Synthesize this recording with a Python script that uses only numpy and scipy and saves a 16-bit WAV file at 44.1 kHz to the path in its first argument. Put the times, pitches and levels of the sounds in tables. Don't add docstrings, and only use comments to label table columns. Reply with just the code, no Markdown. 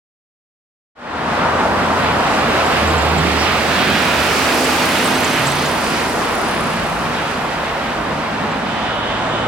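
import sys
import numpy as np
from scipy import signal
from scipy.fft import rfft, irfft, next_fast_len
from scipy.io import wavfile
from scipy.ndimage import uniform_filter1d, map_coordinates

SR = 44100
rng = np.random.default_rng(int(sys.argv[2]) if len(sys.argv) > 2 else 0)


def boost_factor(decibels):
    exponent = np.asarray(decibels, float) / 20
    return 10 ** exponent


def wav_out(sig):
    wavfile.write(sys.argv[1], SR, np.round(np.clip(np.atleast_2d(sig).T, -1, 1) * 32767).astype(np.int16))


N = 417627
TIME = np.arange(N) / SR

# (alongside at [s], speed [m/s], nearest distance [m])
LORRY = (4.55, 11.2, 8.4)


def curves(table):
    s, *columns = np.transpose(table)
    return [np.interp(TIME, s, column) for column in columns]


def window(table, edge_s=0.1):
    first_s, last_s = table[0][0], table[-1][0]
    return np.interp(TIME, [first_s - edge_s, first_s, last_s, last_s + edge_s], [0, 1, 1, 0])


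def along(points, hz):
    f, value = np.transpose(points)
    return np.interp(np.log(hz + 1), np.log(f), value)


def unit(x):
    return x / np.sqrt(np.mean(np.atleast_2d(x).mean(axis=0) ** 2))


def walk(rate):
    hold = int(SR / rate)
    steps = np.repeat(rng.standard_normal(N // hold + 1), hold)
    return 1.3 * uniform_filter1d(uniform_filter1d(steps, hold), hold)[:N]


def band(x, lo_hz, hi_hz):
    sos = signal.butter(3, [lo_hz, min(hi_hz, .45 * SR)], "bandpass", fs=SR, output="sos")
    return signal.sosfilt(sos, x)


def ring(x, modes):
    t = TIME[:SR // 2]
    response = sum(boost_factor(db) * np.sin(2 * np.pi * hz * t) * 1000 ** (-t / t60) for hz, db, t60 in modes)
    return signal.fftconvolve(x, response)[:N]


def tone(hz, waver):
    return 2 * np.pi * np.cumsum(hz * (1 + waver * walk(12))) / SR


def arrive(x, lag):
    return np.array([map_coordinates(x, [np.arange(N) - lag], order=3), x])


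def passing(vehicle, later_s=0):
    at_s, speed, nearest = vehicle
    ahead = speed * (TIME - at_s - later_s)
    r = np.hypot(ahead, nearest)
    return r - nearest, 20 * np.log10(nearest / r), ahead / r


def spread(colour, flicker_db, rate):
    # (frequency [Hz], likeness [power share])
    likeness = [(30, -1), (60, 1.5), (130, 1), (290, 0.9), (640, 0.71), (1400, 0.68), (3100, 0.39),
                (5500, 0.31), (7000, 0.15), (15000, -1.5)]
    length = next_fast_len(N)
    hz = np.arange(length // 2 + 1) * SR / length
    like = np.clip(along(likeness, hz), 0, 1)
    white = rfft(rng.standard_normal((3, length))) * boost_factor(along(colour, hz))
    rows = irfft(white * np.sqrt([like, 1 - like, 1 - like]), length)[:, :N]
    rms = np.std(rows[0] + rows[1:].mean(axis=0))
    return rows * boost_factor(flicker_db * walk(rate)) / rms


def road(lag):
    # (frequency [Hz], relative spectral density [dB])
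    deep, rumble, body = [(13, -42), (22, -24), (36, -7), (50, 4), (66, 0), (86, -35), (150, -120)], [(40, -38), (62, -11), (92, -6.5), (124, -5.5), (156, -3),
                                        (198, -1.5), (235, 0.5), (290, -4), (350, -8.5), (470, -12),
                                        (700, -78)], [(200, -53), (290, -5.5), (380, -1), (480, -1.5),
                                                        (600, -2.5), (750, -5.5), (1000, -9), (1600, -71)]
    tyres, clatter = [(350, -20.5), (500, -4), (700, -0.5), (900, -0.5), (1150, -2), (1450, -4.5),
                      (1900, -9.5), (2600, -28), (4000, -67)], [(800, -44), (1200, 0), (1600, -1), (2000, -0.5), (2500, -0.5),
                                     (2900, -3), (3300, -5), (4000, -8), (5000, -15), (6500, -27.5),
                                     (10000, -70)]
    hiss, mist, highest = [(2500, -33), (3800, -5), (4700, 1.5), (5800, -2), (6300, -3.5), (6700, -4.5),
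                           (7900, -6), (9500, -11.5), (12000, -25), (13000, -45), (16000, -80)], [(5000, -35), (7000, -0.5), (8400, 0), (9400, 0), (11000, 0.5),
                                         (13300, -2.5), (13900, -25), (14500, -30), (15500, -70)], [(13000, -40), (13900, -6), (14500, 4), (15000, 1),
                                                       (15900, 0)]
    # (street before traffic and screening [dB], car alongside [dB], lorry alongside [dB],
    # lorry part passes later by [s], added behind and subtracted ahead [dB],
    # extra fading beyond the nearest distance, sign ignored [dB/m], flicker [dB], flicker rate [1/s])
    layers = [(-41.5, -40, -60, 0.078, .1, -9, 2, 4.24), (-28.5, -20.5, -21, -0.58, 1, 2.1, 1.5, 6),
              (-29.5, -20, -21, -0.15, 2.5, -0.9, 0.6, 2.64),
              (-22.5, -17.5, -16.5, -0.049, -2, 1.3, 0.5, 12), (-32, -21, -16, -0.025, -1.5, 0, 1.1, 14),
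              (-48, -34.5, -24, 0.21, -1.2, 0.18, 1.0, 16), (-82, -42, -32.5, 0.067, 2.5, 0.38, 1, 22),
              (-90, -61, -35.5, 0.22, -2.5, 0.3, -0.5, 22)]
    # (time [s], level before each layer's share [dB])
    traffic = [(1.05, 7.5), (1.35, 7), (1.9, 8), (2.4, 6.5), (3.1, 6), (3.7, 6), (4.4, 0), (5.0, 6),
               (5.7, 4.5), (6.4, 3), (7.2, 1.3), (8., -0.3), (8.8, -0.7), (9.45, 2.5)]
    traffic_share = [.1, 0.9, 0.84, 1.08, 0.84, 1.16, .9, .9]
    screen_loss = [9.9, 0.76, 1., 0.83, .1, .1, .1, .1]
    # (alongside at [s], speed [m/s], nearest distance [m])
    car = (2.67, 10.4, 6.6)
    traffic_db, = curves(traffic)
    car_m, car_near_db, _ = passing(car)
    hidden = np.exp(-((TIME - LORRY[0]) / 0.7) ** 2)
    colours = (deep, rumble, body, tyres, clatter, hiss, mist, highest)
    out = 0
    for colour, row, share, screen_db in zip(colours, layers, traffic_share, screen_loss):
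        street_db, car_db, lorry_db, later_s, behind_db, fading_db, flicker_db, rate = row
        lorry_m, near_db, away = passing(LORRY, later_s)
        street = street_db + share * traffic_db - screen_db * hidden
        small_car = car_db + car_near_db - abs(fading_db) * car_m
        lorry = lorry_db + near_db + behind_db * away - abs(fading_db) * lorry_m
        power = sum(boost_factor(source_db) ** 2 for source_db in (street, small_car, lorry))
        out = out + np.sqrt(power) * spread(colour, flicker_db, rate)
    return arrive(out[0], lag) + out[1:]


def swells(lag):
    # (time [s], low edge [Hz], high edge [Hz], relative level [dB], spread [s])
    rushes = [(1.67, 750, 1340, -20.5, 0.48), (2.27, 620, 1230, -20, 0.28), (2.97, 490, 1100, -19, 0.27),
              (3.2, 2600, 4900, -26.5, 0.78), (4, 1400, 4100, -23, 0.24), (1.89, 204, 274, -22.5, 0.27),
              (5.22, 168, 290, -27, 0.49), (4.4, 2056, 2850, -26, 0.4), (1.454, 740, 1400, -16.5, 0.07),
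              (1.66, 580, 1000, -18, 0.054), (2.64, 620, 880, -20, .07), (3.88, 1390, 1780, -21, 0.29),
              (9.3, 5700, 8100, -45, 0.28), (5.58, 2900, 4900, -26, 0.16), (2.35, 5000, 8600, -35, .1),
              (3.3, 130, 470, -19.5, 0.41), (3.42, 4440, 5800, -22.5, 0.041), (3.8, 1400, 4600, -22, 0.12),
              (5.2, 1600, 4050, -23, 0.37), (5.38, 1100, 2900, -16.5, 0.044), (6.06, 186, 500, -23, 0.72),
              (8.66, 167, 290, -31.5, 0.91), (6.88, 147, 190, -28.5, .5)]
    out = 0
    for s, lo_hz, hi_hz, db, spread_s in rushes:
        noise = unit(band(rng.standard_normal((3, N)), lo_hz, hi_hz))
        out = out + boost_factor(db) * np.exp(-((TIME - s) / spread_s) ** 2) * noise / 2
    return arrive(out[0], lag) + out[1:] / 2


def engines():
    # (time [s], firing rate [Hz], level [dB])
    diesel = [(1.2, 81.3, -36), (1.9, 81.9, -24.5), (2.4, 80.6, -42), (2.9, 78.7, -18.5),
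              (3.45, 77.8, -22.5), (3.65, 77, -27), (4.05, 75.9, -31), (4.2, 76, -24), (4.55, 76, -34),
              (4.85, 77.9, -30), (5.4, 79.9, -44), (5.7, 80.2, -31), (6.15, 79, -41), (6.5, 79.2, -40),
              (7.3, 79.34, -40), (9.47, 75.2, -54)]
    # (multiple [1], strongest at [s], level then [dB], spread [s], level elsewhere [dB])
    overtones = [(2, 2.85, -29, 0.15, -40), (3, 2.58, -25, 0.15, -38)]
    # (time [s], frequency [Hz], level [dB])
    next_engine, boom, whine = [(8.2, 103, -44), (8.7, 103.3, -40), (9.05, 107.7, -37), (9.47, 112, -34)], [(5.36, 135.7, -34), (5.45, 139.6, -21),
                                                     (5.6, 145, -28), (5.75, 153.7, -34), (5.901, 164, -49)], [(4.9, 1010, -42), (5.4, 1000, -33),
                                                                   (5.8, 1000, -35), (6.4, 990, -42)]
    # (time [s], frequency [Hz], level [dB])
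    growls = [
        [(3.08, 152.3, -34), (3.21, 161, -17), (3.3, 184, -31), (3.38, 204, -26), (3.45, 209, -40)],
        [(8.3, 153, -39), (8.45, 157, -31), (8.56, 178, -32), (8.65, 183, -44)],
    ]
    firing_hz, firing_db = curves(diesel)
    phase = tone(firing_hz, .012)
    out = boost_factor(firing_db + 2.3 * walk(9)) * np.sin(phase + .7 * walk(20))
    for multiple, at_s, peak_db, spread_s, rest_db in overtones:
        swell_db = rest_db + (peak_db - rest_db) * np.exp(-((TIME - at_s) / spread_s) ** 2)
        out = out + boost_factor(swell_db + 3.5 * walk(9)) * np.sin(multiple * phase + 1.6 * walk(25))
    for table in (next_engine, boom, whine, *growls):
        tone_hz, tone_db = curves(table)
        out = out + boost_factor(tone_db + 1.5 * walk(14)) * np.sin(tone(tone_hz, 0.0046)) * window(table)
    return np.sqrt(2) * out


def pump():
    # (multiple of the stroke rate [1], relative level [dB])
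    throb_partials = [(6, -10), (7, -1), (8, 10), (9, 0), (10, 2), (11, 5), (12, -8), (14, 3), (20, -6)]
    # (in full view from [s], until [s], level [dB], rise [dB/s], fall [dB/s], waver [dB])
    pump_parts = [(4.6, 5.2, -19.5, 18, 30, .8), (5.18, 5.58, -33, 60, 70, .3),
                  (4.88, 6.65, -35, 12, 20, 1.5), (4.3, 5.3, -38, 9, 10, 1)]
    # (time [s], spread [s], loss [dB])
    dip_s, dip_spread_s, dip_db = (5.41, .04, 11)
    stroke_rate, valve_hz, nozzle_hz = 32.25, 6310, 9573
    stroke_s, sound_m_s = 5.308, 343
    doppler = 1 - passing(LORRY)[2] * LORRY[1] / sound_m_s
    turns = np.cumsum(stroke_rate * doppler) / SR
    turns = turns - turns[int(stroke_s * SR)]
    throb = 0
    for multiple, db in throb_partials:
        angle = 2 * np.pi * (multiple * turns + rng.random())
        throb = throb + boost_factor(db + 2.2 * walk(10)) * np.sin(angle + .7 * walk(22))
    count = np.floor(turns - turns[0] // 1).astype(int)
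    strength = boost_factor([.8, 2., 1.7] * rng.standard_normal((count[-1] + 1, 3)))[count].T
    since = turns % 1
    valve = strength[0] * since * np.exp(-since / .1) * np.sin(tone(valve_hz * doppler, .006))
    valve = valve * boost_factor(-dip_db * np.exp(-((TIME - dip_s) / dip_spread_s) ** 2))
    puff = np.exp(-((since - .7) % 1) / .2)
    rough = unit(band(rng.standard_normal(N), 30, 380))
    nozzle = strength[1] * (.22 + puff) * rough * np.sin(tone(nozzle_hz * doppler, .006))
    tick = band(strength[2] * puff * rng.standard_normal(N), 8200, 14500)
    out = 0
    for (from_s, until_s, db, rise, fall, waver_db), x in zip(pump_parts, (throb, valve, nozzle, tick)):
        loss_db = rise * np.maximum(from_s - TIME, 0) + fall * np.maximum(TIME - until_s, 0)
        out = out + boost_factor(db - loss_db + waver_db * walk(4.41)) * unit(x)
    return out


def squeaks():
    # (onset [s], relative level [dB], pitch [Hz], Gaussian decay length [s])
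    fittings = [(2.6594, -29, 7320, 0.022), (2.873, -28, 7500, 0.018), (2.898, -32, 7400, .02),
                (2.93, -35, 7360, 0.02), (2.978, -25, 7370, 0.017), (3.019, -27, 7170, 0.012),
                (3.0894, -32, 7500, 0.02), (3.179, -22, 7380, 0.014), (4.37, -24, 6280, 0.02),
                (4.64, -20, 7970, 0.014), (5.054, -18, 8160, 0.018), (5.15, -23, 8010, 0.02),
                (5.24, -18, 7210, 0.015), (5.464, -22, 7150, 0.015), (5.467, -24, 7700, 0.012),
                (5.47, -21, 8150, 0.023), (5.512, -21, 8120, 0.013), (5.654, -25, 7060, 0.017),
                (8.511, -41, 7320, 0.02)]
    out = np.zeros(N)
    chance = unit(band(rng.standard_normal(N), 150, 600))
    scrape = unit(band(rng.standard_normal(N), 6900, 8800))
    for s, db, hz, length in fittings:
        i, t = int(s * SR), TIME[:int(4 * length * SR)]
        part = slice(i, i + len(t))
        whistle = np.exp(-(t / length) ** 2) * (1 + 0.74 * chance[part]) * np.sin(2 * np.pi * hz * t)
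        onset = 1 - np.exp(-t / .002)
        out[part] += boost_factor(db) * onset * (whistle + .35 * np.exp(-t / .01) * scrape[part])
    return out


def bumps():
    # (time [s], clack level [dB], thud blow before the mode's own level [dB])
    crossings = [(5.361, -29, -33), (5.384, -27, -31), (5.518, -34, -42)]
    # (frequency [Hz], level [dB], t60 [s])
    cover = [(123, 8, 0.81)]
    clack, thud = np.zeros((2, N))
    for s, clack_db, thud_db in crossings:
        clack[int(s * SR)] = boost_factor(clack_db)
        thud[int(s * SR)] = boost_factor(thud_db)
    tail = signal.fftconvolve(clack, np.exp(-TIME[:SR // 10] / 0.015))[:N]
    return ring(thud, cover) + tail * unit(band(rng.standard_normal((2, N)), 2000, 4700))


def squeal():
    # (time [s], pitch [Hz], level before the parts' own gains [dB])
    brake = [(8.6, 3060, -60), (8.7, 3060, -41), (8.78, 3060, -41.5), (8.93, 3045, -38.5),
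             (9.08, 3030, -38.5), (9.26, 3000, -41.5), (9.36, 3010, -37.5), (9.47, 2980, -40)]
    hz, db = curves(brake)
    song = np.sqrt(2) * np.sin(tone(hz, .008) + .8 * walk(160)) * boost_factor(1.2 + 2.4 * walk(25))
    rasp = boost_factor(3) * unit(band(rng.standard_normal((2, N)), 2800, 3750))
    upper = boost_factor(-3) * unit(band(rng.standard_normal(N), 3480, 3620))
    return boost_factor(db) * window(brake) * (1.3 * arrive(song + upper, 3.8) + rasp)


def scene():
    # (time [s], left lag [samples], left minus right [dB])
    direction = [(1.1, 3, 0), (1.6, 3, -1), (2.5, 3.1, -2), (3.3, 3.3, -4), (4.1, 0.65, -3.5),
                 (4.75, .1, -2.5), (5.5, 1.05, -3), (6.3, 2.1, -1.5), (9.4, 2.51, -2)]
    lag, pan_db = curves(direction)
    points = arrive(engines() + pump(), lag) + arrive(squeaks(), 1.3) + bumps() + squeal()
    return (road(lag) + swells(lag) + points) * boost_factor(np.array([pan_db, -pan_db]) / 2)


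def roll_off(x):
    return signal.sosfilt(signal.butter(12, 16160, fs=SR, output="sos"), x)


def record(dry):
    # (frequency [Hz], left minus right [dB])
    ears = [(60, 1), (400, 0), (1300, 2.5), (3000, -3), (5500, 4), (9000, -3), (15000, -5)]
    gain_top_db, gain_ratio, gain_s = -21, 1.89, 0.16
    fade_start_s, fade_s, fade_power = 0.95, 0.44, 1.02
    length = next_fast_len(N)
    tilt_db = along(ears, np.arange(length // 2 + 1) * SR / length) / 2
    x = irfft(rfft(dry, length) * boost_factor(np.array([tilt_db, -tilt_db])), length)[:, :N]
    memory = np.exp(-1 / (gain_s * SR))
    power = np.mean(x, axis=0) ** 2
    heard_db = 10 * np.log10(signal.lfilter([1 - memory], [1, -memory], power) + 1e-9)
    x = x * boost_factor(-np.maximum(heard_db - gain_top_db, 0) * (1 - 1 / gain_ratio))
    x = np.tanh(.6 * x) / .6
    x = signal.sosfilt(signal.ellip(8, .2, 70, 15850, fs=SR, output="sos"), x)
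    fade = np.clip((TIME - fade_start_s) / fade_s, 0, 1) ** fade_power
    return roll_off(x * fade)


dry = scene()
out = record(dry)
wav_out(out)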